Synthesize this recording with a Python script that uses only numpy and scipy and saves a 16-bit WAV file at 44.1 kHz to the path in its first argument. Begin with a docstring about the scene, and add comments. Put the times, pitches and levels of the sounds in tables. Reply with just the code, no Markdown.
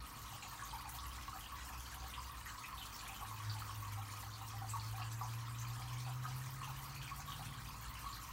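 """Filter water trickles into a home aquarium over a pump's mains hum and a low room rumble throughout.
Decaying bubble tones make the gurgle, trickle and fizz; shorter pips and impulses make the spray.
Large bubbles ring the air space under the hood, small ones plink, and all echo between glass and lid.
An idling murmur, a wavering low sine, comes first and ends by 3 s. Then a drone like an engine outside,
a firing tone with weaker orders beside it, swells, climbs in pitch and fades by about 8 s."""
import sys
import numpy as np
from scipy import signal
from scipy.fft import rfft, irfft
from scipy.io import wavfile

SR = 44100
rng = np.random.default_rng(int(sys.argv[2]) if len(sys.argv) > 2 else 0)


def generate_wav(signal):
    """Clip the signal to [-1, 1] and save it as 16-bit WAV at the path in sys.argv[1]."""
    frames = np.transpose(np.atleast_2d(signal))
    scaled = np.clip(frames, -1, 1) * 32767
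    pcm = np.round(scaled).astype(np.int16)
    wavfile.write(sys.argv[1], SR, pcm)


N = 366912
T = np.arange(N) / SR

# large bubbles that stand out of the stream: start_s, peak_db, pitch_hz
LARGE_BUBBLES = [(0.622, -41, 1118), (0.951, -47, 1095), (1.28, -40, 1070), (1.329, -41.5, 1247),
                 (1.37, -45, 1180), (1.52, -44, 1096), (2.177, -42, 1030), (2.295, -43, 1126),
                 (3.222, -41, 1100), (3.312, -41, 1033), (3.4, -42.5, 1124), (3.62, -41, 1277),
                 (3.693, -41, 1080), (3.824, -44.5, 1110), (4.736, -36, 1110), (4.981, -42, 1088),
                 (5.212, -36, 1141), (5.254, -44, 1112), (6.253, -42, 1270), (6.616, -41, 1150),
                 (7.114, -40.5, 1120), (7.28, -43.5, 1115), (8.043, -40.5, 1106)]


def amp(db):
    """Level law: twenty decibels are a factor of ten in amplitude."""
    return 10 ** (np.asarray(db) / 20)


def unit(x):
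    """Normalization to unit root-mean-square amplitude."""
    return x / np.sqrt(np.mean(x ** 2) + 1e-20)


def curve(rows):
    """Linear interpolation of a timed table (time, value) at every sample."""
    times, values = np.transpose(rows)
    return np.interp(T, times, values)


def add(mix, start_s, sound):
    """Superposition: adds a sound to the mix, in place, from start_s on."""
    part = mix[max(round(start_s * SR), 0):][:len(sound)]
    part += sound[:len(part)]


def colour(x, points):
    """Linear filtering: multiplies the spectrum by a gain curve (Hz, dB), then sets rms 1."""
    hz, db = np.transpose(points)
    f = np.fft.rfftfreq(len(x), 1 / SR)
    gain = amp(np.interp(np.log(f + 1), np.log(hz), db))
    return unit(irfft(rfft(x) * gain, len(x)))


def drift(knots_per_s):
    """Slow random modulation of rms 1: straight lines between Gaussian knots."""
    knots = np.arange(0, N / SR + 1, 1 / knots_per_s)
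    return unit(np.interp(T, knots, rng.standard_normal(len(knots))))


def surging(level_db, surge_db):
    """Random amplitude modulation: a stream swells and slackens by surge_db rms about its level."""
    return amp(level_db + surge_db * drift(knots_per_s=14))


def echoes(t60, wet_db):
    """Reverberation between water, glass and lid: sparse reflections fall 60 dB in t60 seconds."""
    t = np.arange(SR // 6) / SR
    present = rng.random(len(t)) < 1 / 10
    taps = rng.standard_normal(len(t)) * present * amp(-60 * t / t60)
    # wet_db: energy of the reflections relative to the direct sound
    response = amp(wet_db) * taps / np.linalg.norm(taps)
    response[0] += 1
    return response


def bubble(hz, cycles, rise):
    """Damped volume pulsation of a pinched-off bubble, its pitch rising as it nears the surface."""
    # age in decay times, each lasting the given number of cycles; rise is the pitch gain per decay time
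    age = np.arange(int(5 * cycles * SR / hz) + 2) * hz / (SR * cycles)
    tone = np.sin(2 * np.pi * cycles * (age + rise * age ** 2 / 2))
    onset = 1 - np.exp(-2 * cycles * age)
    return tone * np.exp(-age) * onset


def hood(x, direct_db):
    """Modal resonance: the air space rings at its own modes on top of the direct sound."""
    # air modes under the hood: frequency_hz, bandwidth_hz, peak_gain_db
    air_modes = [(780, 21, -15), (781, 12, -3.5), (797.6, 8.7, -4), (886, 4.9, 2.5), (930.6, 20, 0),
                 (991, 34, -3.5), (1045.4, 46, -1), (1080, 7.8, -15.5), (1105.5, 13.8, 4), (1126, 9.4, 4),
                 (1210, 13, -4.5), (1245.5, 14, 1), (1246, 8.2, -28)]
    t = np.arange(SR // 4) / SR
    ring = np.zeros(len(t))
    for hz, width, db in air_modes:
        decay = np.exp(-np.pi * width * t)
        # the factor with the bandwidth makes each mode peak at its tabled gain
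        ring += amp(db) * 2 * np.pi * width / SR * decay * np.cos(2 * np.pi * hz * t)
    return amp(direct_db) * x + signal.oaconvolve(x, ring)[:len(x)]


def impacts(per_s, spread_db):
    """Random point process: impulses of either sign, many small and a few large."""
    size, place, sign = rng.random((int(per_s * N / SR), 3)).T
    excess = np.minimum(-np.log(1 - size), 3.5)  # exponential spread of levels, capped
    train = np.zeros(N)
    train[(place * N).astype(int)] = np.sign(sign - .5) * amp(spread_db * excess)
    return train


def swarm(low_hz, high_hz, per_s, spread_db, cycles, t60, wet_db, count):
    """Incoherent sum of bubbles of many sizes, each size with echoes of its own place in the tank."""
    out = np.zeros(N)
    for hz in np.geomspace(low_hz, high_hz, count):
        heard = signal.fftconvolve(bubble(hz, cycles, rise=0.037), echoes(t60, wet_db))
        one_size = signal.oaconvolve(impacts(per_s / count, spread_db), heard)[:N]
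        out += np.sqrt(hz) * unit(one_size)  # even power per Hz on the geometric pitch steps
    return unit(out)


def gurgle():
    """Resonant excitation: large bubbles dragged under by the stream make the hood ring."""
    deep = swarm(695.0, 797, per_s=150, spread_db=3.5, cycles=6.1, t60=0.053, wet_db=-3, count=5)
    body = swarm(903, 1359, per_s=280, spread_db=2, cycles=6.1, t60=0.1, wet_db=-1.5, count=12)
    # levels ahead of the hood
    deep_drive = deep * surging(level_db=-68.5, surge_db=4)
    body_drive = body * surging(level_db=-54, surge_db=1.34) * lulls()
    return hood(deep_drive, direct_db=-8.5) + hood(body_drive, direct_db=-23.0)


def lulls():
    """Amplitude modulation: the gurgle slackens while the air for a large bubble gathers."""
    deepest_db, lead_s, length_s = -6, .11, 0.12
    near, dip = np.zeros(N), np.hanning(int(length_s * SR))
    loudest_db = max(db for _, db, _ in LARGE_BUBBLES)
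    for start_s, db, _ in LARGE_BUBBLES:
        add(near, start_s - lead_s, amp(db - loudest_db) * dip)  # deepest for the loudest
    return amp(deepest_db * np.minimum(near, 1))


def trickle():
    """Pitch falls with bubble size: small ones tinkle where water lands, smaller ones fizz."""
    # spectral shaping of the tinkle: frequency_hz, relative_gain_db
    tinkle_shape = [(500, -19), (800, -7), (1400, 1.5), (2000, -1.5), (2600, -1.5), (3100, -1.5),
                    (3700, -5.5), (4400, -15.5), (6000, -22), (16000, -30)]
    # spectral shaping of the fizz: frequency_hz, relative_gain_db
    fizz_shape = [(1500, 4), (3700, -0.5), (4400, 4.5), (5300, -1), (7000, -1.5), (9000, -5.5), (10400, -4),
                  (12000, -10), (16000, -12)]
    small = swarm(1415, 3925, per_s=380, spread_db=3.7, cycles=6.8, t60=0.19, wet_db=2.0, count=20)
    fine = swarm(3673, 9600, per_s=400, spread_db=4.0, cycles=7.3, t60=0.2, wet_db=7.0, count=22)
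    tinkle = colour(small, tinkle_shape) * surging(level_db=-60, surge_db=0.67)
    fizz = colour(fine, fizz_shape) * surging(level_db=-61, surge_db=0.87)
    return tinkle + fizz


def spray():
    """Broadband impulses: the tiniest bubbles burst in short pips and droplets tick on the surface."""
    # spectral shaping of the spray: frequency_hz, relative_gain_db
    spray_shape = [(1000, -1.5), (3000, -6.5), (6000, 5.5), (9600, -3.5), (10400, -8.5), (11400, -1.5),
                   (13000, -1.5), (15000, -1), (16000, 3)]
    pips = swarm(8470, 15000, per_s=330, spread_db=6, cycles=4.6, t60=0.15, wet_db=8.0, count=14)
    ticks = np.zeros(N)
    for _ in range(4):  # four places, each with its own echoes
        drops = impacts(per_s=35, spread_db=4.0)
        ticks += signal.oaconvolve(drops, echoes(t60=0.11, wet_db=10))[:N]
    return colour(amp(-1.0) * unit(ticks) + pips, spray_shape) * amp(-59.0)


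def splatter():
    """Common modulation: the uneven fall of the stream shakes trickle and spray together."""
    return amp(0.84 * drift(knots_per_s=30))


def clump(hz, cycles, rise, trail_s, trail_db, scatter, count=4):
    """Superposed pulsations: one bubble with weaker ones of nearly its size trailing behind."""
    out = np.zeros(SR // 8)
    add(out, 0, bubble(hz, cycles, rise))
    for delay, size in rng.random((count, 2)):
        trailing_hz = hz * (1 + scatter * (2 * size - 1))
        add(out, delay * trail_s, amp(trail_db) * bubble(trailing_hz, cycles, rise))
    return out


def single_bubbles(rows, t60, wet_db, direct_db, **shape):
    """Source and path in series: each clump is convolved with its own echoes and the hood's ring."""
    out = np.zeros(N)
    air = hood(signal.unit_impulse(SR // 5), direct_db)
    for start_s, db, hz in rows:
        echoed = signal.fftconvolve(clump(hz, **shape), echoes(t60, wet_db))
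        heard = signal.fftconvolve(echoed, air)
        add(out, start_s, amp(db) * heard / abs(heard).max())
    return out


def gulps():
    """Lowest pulsation pitch: clumps of the largest bubbles."""
    # start_s, peak_db, pitch_hz
    largest = [(0.325, -49, 763), (0.43, -49, 808), (0.728, -42.5, 866), (0.85, -45.5, 860),
               (0.935, -52, 774), (2.025, -47, 742), (3.094, -48.5, 800), (3.21, -46.5, 825),
               (3.55, -46, 806), (3.973, -44, 774), (4.23, -50, 782), (4.415, -51, 770),
               (4.535, -47.5, 760), (4.618, -41.5, 787), (4.935, -48, 760), (4.995, -44.5, 770),
               (5.21, -44, 798), (5.8, -50, 776), (6.065, -45, 784), (6.277, -48, 750), (6.675, -45.5, 840),
               (7.186, -52, 770), (7.393, -47, 794)]
    return single_bubbles(largest, t60=0.11, wet_db=-4.5, direct_db=-4.5, cycles=7.8, rise=.025,
                          trail_s=.035, trail_db=-3, scatter=.08)


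def glugs():
    """Weakly damped pulsation: large bubbles ring near the hood's modes."""
    return single_bubbles(LARGE_BUBBLES, t60=0.2, wet_db=-2.5, direct_db=-5, cycles=6.5, rise=0.0062,
                          trail_s=.04, trail_db=-11.5, scatter=.2)


def plinks():
    """Higher pulsation pitch: splashes of small bubbles."""
    # start_s, peak_db, pitch_hz
    splashes = [(0.344, -50, 2920), (0.425, -44, 2640), (0.429, -43, 6800), (0.594, -42, 1650),
                (0.636, -43.5, 6500), (0.987, -43, 3580), (1.798, -47, 6060), (2.138, -39.5, 3080),
                (2.460, -38.5, 1880), (2.638, -40, 2500), (2.781, -44.5, 3590), (2.815, -42, 3020),
                (2.943, -44, 5440), (2.991, -44, 4300), (2.993, -44, 7100), (3.090, -43.5, 2520),
                (3.144, -46, 3030), (3.497, -38.5, 4500), (4.116, -46, 7100), (4.226, -47.5, 4250),
                (4.337, -46, 4260), (4.695, -36.5, 7760), (4.798, -40.5, 4320), (4.845, -46, 5080),
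                (5.019, -42, 2670), (5.117, -43.5, 7550), (5.235, -45.5, 6260), (5.587, -43.5, 6050),
                (5.615, -43, 6420), (6.242, -42.5, 1599), (6.630, -43, 2737), (6.961, -46, 2460),
                (7.016, -43, 3030), (7.078, -43, 2340), (7.204, -44, 6340), (7.304, -44, 3600),
                (7.32, -41, 3120), (7.968, -46, 2690), (8.128, -42.5, 4180)]
    return single_bubbles(splashes, t60=0.22, wet_db=5.0, direct_db=-10.5, cycles=4.4, rise=0.014,
                          trail_s=0.016, trail_db=-11, scatter=0.21)


def pops():
    """Heavily damped pulsation: bursting droplets decay within a cycle."""
    # start_s, peak_db, pitch_hz
    bursts = [(0.8096, -42, 12100), (0.8914, -36.5, 10000), (1.3947, -37, 11100), (1.6496, -44, 9200),
              (1.8058, -44, 12000), (1.944, -38, 11800), (3.0784, -40.5, 9550), (4.9112, -43, 12700),
              (5.6456, -51, 14870), (6.3677, -46, 14920), (7.2056, -47, 14700), (7.3885, -47, 15200)]
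    return single_bubbles(bursts, t60=0.097, wet_db=10.5, direct_db=-4, cycles=0.66, rise=.015,
                          trail_s=.01, trail_db=-19, scatter=.1)


def pump():
    """Harmonic line spectrum: mains hum of the pump, each line wavering by 1 dB rms."""
    # frequency_hz, level_db (rms, about which the line wavers)
    hum_lines = [(50, -69), (100, -76), (200, -73.5), (300, -74), (400, -92), (500, -80.5)]
    out = np.zeros(N)
    for hz, db in hum_lines:
        line = np.sin(2 * np.pi * (hz * T + rng.random()))
        out += np.sqrt(2) * amp(db + drift(2.3)) * line
    return out


def murmur():
    """Frequency and amplitude modulation: the engine idles with a deep, unsteady tone."""
    # idling before the engine pulls away: time_s, level_db (rms, about which the tone flutters)
    idle_level = [(0, -75), (0.5, -65), (0.72, -55.5), (1.6, -61), (1.8, -54), (2.4, -54), (2.7, -72),
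                  (3.1, -95)]
    idle_hz, wander_hz, flutter_db = 63.9, 0.94, 2
    turns = np.cumsum(idle_hz + wander_hz * drift(4.73)) / SR
    gain = amp(curve(idle_level) + flutter_db * drift(7.45))
    return np.sqrt(2) * gain * np.sin(2 * np.pi * turns)


def drone():
    """Engine orders: a far engine's climbing firing tone with other multiples of its working cycle."""
    # speed of the engine: time_s, firing_rate_hz
    firing_rate = [(3.2, 105.9), (3.5, 106.7), (4.1, 102.6), (4.48, 109.5), (4.81, 108), (5.01, 112),
                   (5.75, 118.9), (6.8, 135), (7.2, 138.5), (7.5, 151.2), (8.32, 163)]
    # firing tone: time_s, level_db (rms, about which the tone flutters)
    firing_level = [(3.0, -77), (3.17, -61), (3.48, -45.5), (3.7, -53.5), (3.94, -45.5), (4.2, -55.5),
                    (4.45, -49), (4.95, -45.5), (5.6, -46.5), (6.3, -44.5), (6.75, -50.5), (7.15, -56.5),
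                    (7.5, -60), (7.9, -78)]
    # weaker orders, which come out as the engine labours: time_s, common_level_db
    labour_level = [(2.9, -80), (3.5, -68), (7.0, -64), (7.5, -55.5), (8.0, -66.5)]
    # weaker orders: cycles_per_working_cycle, db_relative_to_common_level
    weak_orders = [(5, -2.5), (6, -1.5), (7, -0.5), (9, -10), (11, -15.5), (13, -12)]
    flutter_db = 1.44
    turns = np.cumsum(curve(firing_rate)) / SR
    firing_gain = amp(curve(firing_level) + flutter_db * drift(14))
    firing = firing_gain * np.sin(2 * np.pi * turns)
    # eight firings make one working cycle; uneven cylinders add its other multiples
    cycle = turns / 8
    beating = np.zeros(N)
    for order, db in weak_orders:
        beating += amp(db) * np.sin(2 * np.pi * (round(order) * cycle + rng.random()))
    return np.sqrt(2) * (firing + amp(curve(labour_level)) * beating)


def room():
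    """Filtered white noise: low rumble of the house under a faint wash."""
    # spectral shape of the rumble: frequency_hz, relative_gain_db
    rumble_shape = [(20, -30), (40, -15), (54, -3), (62, -1.5), (78, -17), (112, -5.5), (150, -15.5),
                    (200, -36), (400, -37.5), (1000, -86)]
    # rumble over time: time_s, level_db
    rumble_level = [(0, -56), (3.5, -57), (4.0, -58), (6.7, -56.5), (8.3, -54.5)]
    # spectral shape of the wash: frequency_hz, relative_gain_db
    wash_shape = [(60, -14), (120, -1), (170, -9), (245, 1), (340, -9), (550, -11), (1100, -0.5),
                  (4000, -21), (16000, -22)]
    rumble = colour(rng.standard_normal(N), rumble_shape) * amp(curve(rumble_level))
    wash = colour(rng.standard_normal(N), wash_shape) * amp(-60.5 + 0.87 * drift(5.2))
    return rumble + wash


def scene():
    """Superposition of water, pump and surroundings at one microphone."""
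    stream = gurgle() + (trickle() + spray()) * splatter()
    bubbles = gulps() + glugs() + plinks() + pops()
    background = pump() + murmur() + drone() + room()
    return (stream + bubbles + background)[None]


def record(dry):
    """Band limitation: a linear-phase low-pass filter sets the recorder's upper edge."""
    edge_hz = 15800
    low_pass = signal.firwin(511, edge_hz, window=("kaiser", 9), fs=SR)
    return signal.oaconvolve(dry, low_pass[None], "same")


dry = scene()
out = record(dry)
generate_wav(out)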